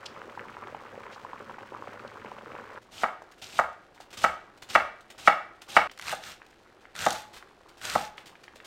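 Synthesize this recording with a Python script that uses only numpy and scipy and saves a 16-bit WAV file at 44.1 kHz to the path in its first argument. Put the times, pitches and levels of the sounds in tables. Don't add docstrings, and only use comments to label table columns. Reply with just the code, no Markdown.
import sys
import numpy as np
from scipy import signal
from scipy.fft import rfft, irfft
from scipy.io import wavfile

SR = 44100
rng = np.random.default_rng(int(sys.argv[2]) if len(sys.argv) > 2 else 0)


def wav_out(sig):
    wavfile.write(sys.argv[1], SR, np.round(np.clip(np.atleast_2d(sig).T, -1, 1) * 32767).astype(np.int16))


N = 381906
TO_BOARD_S, TO_CABBAGE_S = 2.787, 5.874
# time in seconds, relative level in dB, contact low-pass in Hz,
# counter thud in dB, factor on the wood's ring time, blade ring in dB.
CHOPS = [(3.0341, -14, 1870, 0.5, 0.46, -48), (3.5901, -9.5, 1580, -3.5, 0.39, -48),
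         (4.2409, -12, 2300, 3, 0.54, -48), (4.752, -6.5, 2540, 3, 0.44, -48),
         (5.275, -6, 2730, 0, 0.42, -48), (5.7662, -6, 3340, 0.5, 0.4, -48),
         (6.127, -18.5, 830, 1, 0.53, -24), (7.0638, -8.5, 960, 8, 0.53, -18.5),
         (7.9533, -10, 1000, 6.5, 0.37, -19.5)]


def undb(db):
    return 10 ** (np.asarray(db) / 20)


def unit(x):
    return x / np.sqrt(np.mean(x ** 2))


def ticks(seconds):
    return np.arange(int(seconds * SR)) / SR


def fade(t, t60):
    return np.exp(-np.log(1000) * t / t60)


def swell(s, rise_s, fall_s):
    t = np.arange(N) / SR - s
    return np.exp(np.maximum(np.minimum(t / rise_s, -t / fall_s), -40))


def add(track, s, sound):
    i = max(int(s * SR), 0)
    track[i:i + len(sound)] += sound[:max(N - i, 0)]


def band(x, hz, kind, order=2):
    sections = signal.butter(order, np.clip(hz, 10, SR / 2 - 10), kind, fs=SR, output="sos")
    return signal.sosfilt(sections, x)


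def colour(x, points, size=4096):
    hz, db = np.transpose(points)
    gain = undb(np.interp(np.log(np.fft.rfftfreq(size, 1 / SR) + 1), np.log(hz), db))
    cepstrum = irfft(np.log(gain))[:size // 2]
    cepstrum[1:] *= 2
    response = irfft(np.exp(rfft(cepstrum, size)))
    return signal.oaconvolve(x, response / np.linalg.norm(response))[:N]


def clicks(rate, spread_db):
    size = undb(spread_db * np.minimum(rng.exponential(size=N), 4))
    return unit((rng.random(N) < rate / SR) * size * rng.choice([-1, 1], N))


def room_tone():
    # frequency in Hz, relative level in dB.
    spectrum = [(15, -9), (25, 3.5), (198, -5), (359, 5), (537, -4), (762, 2), (1140, -29), (1380, -6.5),
                (4870, -24), (12200, -42), (15500, -43)]
    return undb(-61) * colour(rng.standard_normal(N), spectrum)


def room(x, wet_db, echo_db, onset_s=0.0033):
    # delay in seconds, relative level in dB.
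    echoes = [(.019, -13.5), (.047, -17.5)]
    t, echo_t = ticks(0.54), ticks(0.02)
    low, high = rng.standard_normal((2, len(t)))
    tail = band(low, 4050, "low") * fade(t, t60=0.46) + band(high, 4300, "high") * fade(t, t60=0.3)
    tail *= np.clip(t / onset_s - 1, 0, 1)
    response = undb(wet_db) * tail / np.linalg.norm(tail)
    response[0] = 1
    for s, db in echoes:
        echo = rng.standard_normal(len(echo_t)) * fade(echo_t, t60=0.016)
        add(response, s, undb(db + echo_db) * echo / np.linalg.norm(echo))
    return signal.oaconvolve(x, response)[:N]


def bubbles(events, cycles, glide):
    out, t = np.zeros(N), ticks(0.024)
    for (s, db, hz), chance in zip(events, rng.standard_normal(len(events))):
        age = hz * t / (cycles * np.exp(0.27 * chance))
        phase = 2 * np.pi * hz * t * (1 + glide * np.minimum(age, 1))
        attack = 1 - np.exp(-2 * hz * t)
        add(out, s, undb(db) * np.sin(phase) * fade(age, 1) * attack)
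    return out


def simmer(rate, spread_db, cycles, fizz_db, heave=1):
    # frequency in Hz, relative level in dB.
    spectrum = [(35, -20), (60, -16), (107, 3.5), (152, -8), (226, -3.5), (272, -10), (351, -6),
                (559, -0.5), (657, -8.5), (976, -1.5), (1480, -3), (3580, -20.5), (8280, -33),
                (10400, -40.5), (15500, -41)]
    when, size, pitch = rng.random((int(rate * N / SR), 3)).T
    hz = 200 * (3200 / 200) ** pitch
    db = spread_db * np.minimum(-np.log(size), 2.5) + 14 * np.log10(hz / 1000)
    swarm = bubbles(np.c_[when * N / SR, db, hz], cycles, glide=0.19)
    froth = undb(fizz_db) * clicks(2500, 2.7) + undb(6) * band(clicks(3000, 5.2), 3050, "high")
    return unit(colour(unit(swarm) * heave + froth, spectrum))


def fizzes(events, spectrum, rate, rise_s):
    envelope, t = np.zeros(N), ticks(0.2)
    for s, db, length in events:
        add(envelope, s, undb(db) * np.minimum(t / rise_s, 1) * np.exp(-(t / length) ** 2))
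    return colour(envelope * clicks(rate, spread_db=1.1), spectrum)


def bursts(events, cycles, glide, film_db, film_t60):
    out, t = np.zeros(N), ticks(0.02)
    for s, db, hz in events:
        tear = rng.standard_normal(len(t)) * fade(t, film_t60)
        add(out, s, undb(db + film_db) * band(tear, [hz * 0.5, hz * 1.82], "band", order=3))
    return out + bubbles(events, cycles, glide)


def close_pot(lull_s=0.013, lull_db=-4, calm_db=-3, cluster_rise_s=0.002, cluster_fall_s=0.016):
    # start in seconds, relative level in dB, pitch in Hz, surge after it in dB.
    pops = [(0.158, -36, 556, -1), (0.217, -27, 1340, -7), (0.28, -35, 560, 4), (0.375, -22.5, 880, -5),
            (0.394, -29, 1575, -2), (0.484, -27.5, 1450, -5), (0.542, -29.5, 1400, -8),
            (0.568, -28, 1210, -4), (0.622, -33.5, 780, 0), (0.67, -31, 899, -1), (0.725, -33, 557, -11),
            (0.747, -27, 800, -6.5), (0.839, -40, 1010, -7), (0.919, -35, 566, 2.5), (0.977, -29, 498, -8),
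            (1.005, -30, 1020, -3), (1.035, -30, 1660, -15), (1.06, -34, 500, 3), (1.249, -25, 970, 0),
            (1.332, -29, 953, 0), (1.401, -38, 1330, 1.5), (1.496, -27, 1000, 6), (1.583, -31, 880, 1),
            (1.608, -35, 1460, -3), (1.72, -34, 493, 2), (1.742, -27, 1010, 4.5), (1.769, -35, 797, -9),
            (1.823, -24, 980, -2), (1.873, -28.5, 1190, 6), (1.94, -33, 573, 2), (1.995, -30.5, 1590, -8),
            (2.037, -32, 563, 2.5), (2.157, -31, 885, -8), (2.247, -28.5, 960, 4), (2.317, -26.5, 915, -2),
            (2.381, -31, 972, -1), (2.422, -37, 571, -2), (2.46, -31, 1250, -3), (2.518, -29.5, 1200, 3),
            (2.544, -32, 494, 1), (2.587, -32, 1070, 1.5), (2.702, -32, 1030, -6), (2.749, -30, 544, 0),
            (2.774, -32, 956, -2)]
    # start in seconds, level in dB, length in seconds.
    spits = [(.056, -34.5, 0.011), (1.122, -52, 0.023), (1.143, -53, .012), (2.075, -46.5, 0.0055)]
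    spit_spectrum = [(800, -39), (2800, 5), (5000, 1.5), (9000, -15), (15000, -36)]  # Hz, dB
    lulls, clusters, t = np.zeros(N), np.zeros(N), ticks(0.1)
    for s, _, _, db in pops:
        add(lulls, s - t[-1], np.exp(-t / lull_s)[::-1])
        add(clusters, s, undb(db) * np.minimum(t / cluster_rise_s, 1) * np.exp(-t / cluster_fall_s))
    heave = undb(lull_db * lulls) * (undb(calm_db) + clusters)
    pot = undb(-47) * simmer(rate=700, spread_db=4.5, cycles=6.2, fizz_db=-0.5, heave=heave)
    big_bubbles = bursts([pop[:3] for pop in pops], cycles=8.5, glide=0.1, film_db=-0.5, film_t60=0.0066)
    pot += undb(3.5) * big_bubbles
    pot += fizzes(spits, spit_spectrum, rate=2400, rise_s=0.0032)
    return room(pot, wet_db=-14, echo_db=-9)


def far_pot():
    # start in seconds, relative level in dB, pitch in Hz.
    pops = [(3.22, -30, 825), (3.284, -42.5, 1140), (3.978, -36, 1310), (4.003, -34, 760),
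            (5.897, -29, 1940), (6.418, -30, 1460), (6.529, -43, 1690), (6.854, -34, 1510),
            (7.407, -40, 1430), (7.426, -33, 1420), (8.18, -24, 1940), (8.354, -33, 1470),
            (8.44, -34, 2460), (8.48, -29, 1530), (8.602, -30.5, 1780)]
    pot = undb(-61) * simmer(rate=290, spread_db=3.5, cycles=4.5, fizz_db=-3)
    pot += undb(6) * bursts(pops, cycles=5.4, glide=0.064, film_db=-9, film_t60=0.024)
    return room(pot, wet_db=-9, echo_db=-7)


def handling(slices_db=-71, shreds_db=-69):
    # start in seconds, level in dB, length in seconds.
    brushes = [(2.815, -60, .03), (3.218, -57, 0.011), (3.312, -52.5, 0.015), (3.378, -59, .04),
               (3.726, -57, .008), (3.942, -61, 0.041), (4.0, -51.5, 0.031), (4.103, -52, 0.023),
               (4.127, -44, 0.026), (4.572, -54.5, 0.015), (4.618, -44, 0.021), (5.005, -56.5, 0.017),
               (5.099, -46.5, 0.021), (5.177, -47.5, 0.025), (5.615, -43, 0.016), (5.911, -47.5, 0.013),
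               (6.462, -49, 0.0058), (6.503, -56, 0.011), (6.808, -59, 0.019), (7.33, -50, 0.053),
               (7.363, -48, 0.019), (7.686, -49.5, 0.014), (7.77, -54.5, 0.048), (8.168, -53.5, 0.044),
               (8.256, -49, 0.04), (8.432, -52, 0.02), (8.554, -50, 0.019), (8.643, -48, 0.039)]
    # frequency in Hz, relative level in dB.
    wet_leaf = [(200, -2.5), (1200, 0.5), (3200, 0.5), (8500, -8.5), (10500, -16.5), (15500, -18)]
    loose_pieces = [(200, -2), (1500, 1), (4000, 0.5), (8500, -10.5), (15500, -22)]
    brushing = fizzes(brushes, wet_leaf, rate=1700, rise_s=0.0045)
    level = undb(np.where(np.arange(N) / SR < TO_CABBAGE_S, slices_db, shreds_db))
    shifting = colour(level * clicks(rate=900, spread_db=3.7), loose_pieces)
    return room(brushing + shifting, wet_db=-10, echo_db=0)


def landing(enters):
    return min(chop[0] for chop in CHOPS if chop[0] > enters)


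def onion_stroke(enters, skin_db, skin_s, flesh_db, split_db):
    speed_up_db, entry_s, release_s, split_lag_s = 14.5, 0.021, 0.0074, 0.0039
    t, lands = np.arange(N) / SR, landing(enters)
    inside = np.clip(t - enters, 0, 1)
    depth = np.minimum(inside / (lands - enters), 1)
    skin = inside / skin_s * np.exp(1 - inside / skin_s)
    release = np.exp(-np.clip(t - lands, 0, 1) / release_s)
    flesh = undb(speed_up_db * (depth - 1)) * np.minimum(inside / entry_s, 1) * release
    split = swell(lands + split_lag_s, rise_s=0.0064, fall_s=0.0064)
    return undb(skin_db) * skin + undb(flesh_db) * flesh + undb(split_db) * split


def crunch(pressure, spectrum, rate, spread_db, layer_db, layer_rate, fibre_db):
    layers = np.interp(np.arange(N) / SR * layer_rate, np.arange(N), rng.standard_normal(N))
    cells = unit(clicks(rate, spread_db) * undb(layer_db * layers))
    edges = np.exp([-0.094, 0.094])
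    fibres = sum(band(clicks(rate=70, spread_db=4.2), hz * edges, "band", order=1)
                 for hz in np.geomspace(1400, 9000, 9))
    return colour(pressure * (cells + undb(fibre_db) * unit(fibres)), spectrum)


def ring(modes, t, t60_scale, phases, press_s=0.0087, rise_s=0.00078):
    free = np.maximum(t - press_s, 0)
    swing = sum(undb(db) * np.sin(2 * np.pi * hz * t + phase) * fade(free, t60 * t60_scale)
                for (hz, db, t60), phase in zip(modes, phases))
    return swing * np.minimum(t / rise_s, 1)


def knocks(start, end, gain_db=-8):
    # frequency in Hz, relative level in dB, t60 in seconds before ring() scales it.
    board_modes = [(491, -14.5, 0.096), (566.3, -10.5, 0.13), (639, -4.5, 0.068), (733, -3.5, 0.049),
                   (807.6, -4.5, 0.16), (866.4, -2.5, 0.02), (1022, -10.5, 0.056), (1129, -6.5, 0.1),
                   (1256, 3.5, 0.01), (1328, 0.5, 0.033), (1470, -4.5, 0.017), (1575, -11.5, 0.17),
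                   (1634, -6.5, 0.029), (1774, -6.5, 0.013), (1917, -2.5, 0.017), (2053, -9, 0.035),
                   (2212, -6, 0.055), (2290, -4, 0.037), (2690, -9.5, 0.034), (2910, -12.5, 0.055),
                   (2980, -19, .03), (3390, -11, 0.018), (3775, -16, 0.025)]
    counter_modes = [(78, -41, 0.073), (113, -34, 0.1), (182, -25, 0.041), (219, -25, 0.13),
                     (257, -24.5, 0.044), (335, -24, 0.046), (415, -28.5, 0.036)]
    blade_modes = [(846, 0, .5), (868, -1, .6)]
    out, t = np.zeros(N), ticks(0.69)
    spot = rng.uniform(0, 2 * np.pi, len(board_modes))
    for s, db, contact_hz, thud_db, t60_scale, blade_db in CHOPS:
        hiss = rng.standard_normal(len(t))
        phases = spot + 0.85 * rng.standard_normal(len(spot))
        wood = ring(board_modes, t, t60_scale, phases, rise_s=0.00027)
        wood += undb(-7.5) * hiss * fade(t, t60=0.25)
        wood = band(band(wood, 410, "high", order=3), contact_hz, "low", order=3)
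        steel = undb(-25) * band(hiss, [3400, 9000], "band", order=1) * fade(t, t60=0.034)
        bump = undb(-7) * band(hiss, [130, 420], "band") * fade(t, t60=0.081)
        counter = band(ring(counter_modes, t, 0.86, phases), 680, "low")
        thud = undb(thud_db) * (bump + band(counter, 59, "high", order=3))
        blade = undb(blade_db) * ring(blade_modes, t, 0.98, phases)
        if start < s < end:
            add(out, s, undb(db + gain_db) * (wood + steel + thud + blade))
    return out


def onion():
    # start in seconds, skin level in dB, seconds the skin takes to give,
    # flesh level in dB, last layer level in dB; the levels are relative.
    cuts = [(2.906, -75, 0.045, -41, -58), (3.415, -44.5, 0.0091, -42.5, -41.5),
            (4.17, -39, 0.0081, -39.5, -32.5), (4.686, -44, .02, -45, -31.5),
            (5.177, -53.5, 0.014, -43.5, -29), (5.679, -44.5, 0.023, -46, -29.5)]
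    # frequency in Hz, relative level in dB.
    spectrum = [(35, -64), (60, 9.5), (118, -1), (376, -3.5), (810, 1), (931, -4.5), (1230, -1.5),
                (1700, -5), (2710, 1.5), (3420, 0), (6500, -5.5), (8870, -9.5), (10200, -18),
                (13200, -16.5), (15500, -24.5)]
    pressure = sum(onion_stroke(*row) for row in cuts)
    cut = crunch(pressure, spectrum, rate=7000, spread_db=0.5, layer_db=1.5, layer_rate=180,
                 fibre_db=-7.5)
    board = room(knocks(TO_BOARD_S, TO_CABBAGE_S), wet_db=-10.5, echo_db=2)
    return board + room(undb(-0.5) * cut, wet_db=-6.5, echo_db=-9)


def snaps(gain_db=-5, crack_db=-9, fibre_db=6):
    # start in seconds, relative level in dB, pitch in Hz.
    ribs = [(5.9761, -25, 1460), (5.9892, -32.5, 4270), (5.996, -23.5, 1840), (6.0134, -28, 3280),
            (6.023, -20, 1760), (6.069, -19, 1560), (6.0816, -14, 1500), (6.0934, -16, 1450),
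            (6.2375, -27, 2565), (6.9531, -22.5, 1520), (6.963, -18.5, 1690), (7.0435, -15, 1470),
            (7.0644, -10, 1650), (7.0854, -23, 3730), (7.1059, -15.5, 3470), (7.1282, -24, 5600),
            (7.815, -23, 1470), (7.852, -18.5, 3900), (7.86, -21, 1440), (7.8988, -18.5, 3720),
            (7.9539, -14, 1650)]
    out, t = np.zeros(N), ticks(0.04)
    for s, db, hz in ribs:
        cracks = rng.standard_normal(len(t)) * fade(t, t60=0.016)
        fibre = band(band(cracks, hz * 0.8, "high"), hz * 1.2, "low")
        broad = band(band(cracks, 790, "high"), 6300, "low")
        add(out, s, undb(db + gain_db) * (undb(crack_db) * broad + undb(fibre_db) * fibre))
    return out


def cabbage_stroke(enters, attack_s, db, split_db, release_s, draw_at, draw_db, draw_s=0.15):
    t, lands = np.arange(N) / SR, landing(enters)
    push = np.clip((t - enters) / attack_s, 0, 1) * np.exp(-np.clip(t - lands, 0, 1) / release_s)
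    split = swell(lands, rise_s=0.018, fall_s=0.0023)
    draw = np.sin(np.pi * np.clip((t - draw_at) / draw_s, 0, 1))
    return undb(db) * push + undb(split_db) * split + undb(draw_db) * draw


def cabbage():
    # start and attack in seconds, crunch and last layer levels in dB,
    # release and start of the draw back in seconds, draw level in dB; the levels are relative.
    cuts = [(6.0, 0.091, -39, -37, 0.038, 6.208, -43), (6.942, 0.075, -35, -44, 0.068, 7.09, -47),
            (7.803, 0.057, -35.5, -44, 0.033, 7.945, -44.5)]
    # frequency in Hz, relative level in dB.
    spectrum = [(35, -44), (60, -1), (183, -5.5), (320, -16), (627, -5), (1020, -5.5), (1450, 0.5),
                (2250, -6.5), (3760, -5.5), (4850, -9.5), (8670, -13.5), (9970, -23.5), (13200, -18.5),
                (15500, -28)]
    pressure = sum(cabbage_stroke(*row) for row in cuts)
    cut = crunch(pressure, spectrum, rate=3000, spread_db=0.2, layer_db=-0.3, layer_rate=490,
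                 fibre_db=-5)
    return room(undb(-2) * cut + snaps() + knocks(TO_CABBAGE_S, N / SR), wet_db=-11.5, echo_db=-2)


def scene(crossfade_s=0.0017):
    t = np.arange(N) / SR
    past_pot = np.clip((t - TO_BOARD_S) / crossfade_s, 0, 1)
    past_onion = np.clip((t - TO_CABBAGE_S) / crossfade_s, 0, 1)
    at_pot = (1 - past_pot) * close_pot()
    around_board = past_pot * (far_pot() + handling())
    chopping = (1 - past_onion) * onion() + cabbage()
    return (at_pot + around_board + chopping + room_tone())[None]


def record(dry):
    ceiling, top_hz = 0.95, 15850
    rounded = dry / (1 + (dry / ceiling) ** 4) ** (1 / 4)
    return signal.sosfilt(signal.ellip(10, 0.2, 80, top_hz, fs=SR, output="sos"), rounded)


dry = scene()
out = record(dry)
wav_out(out)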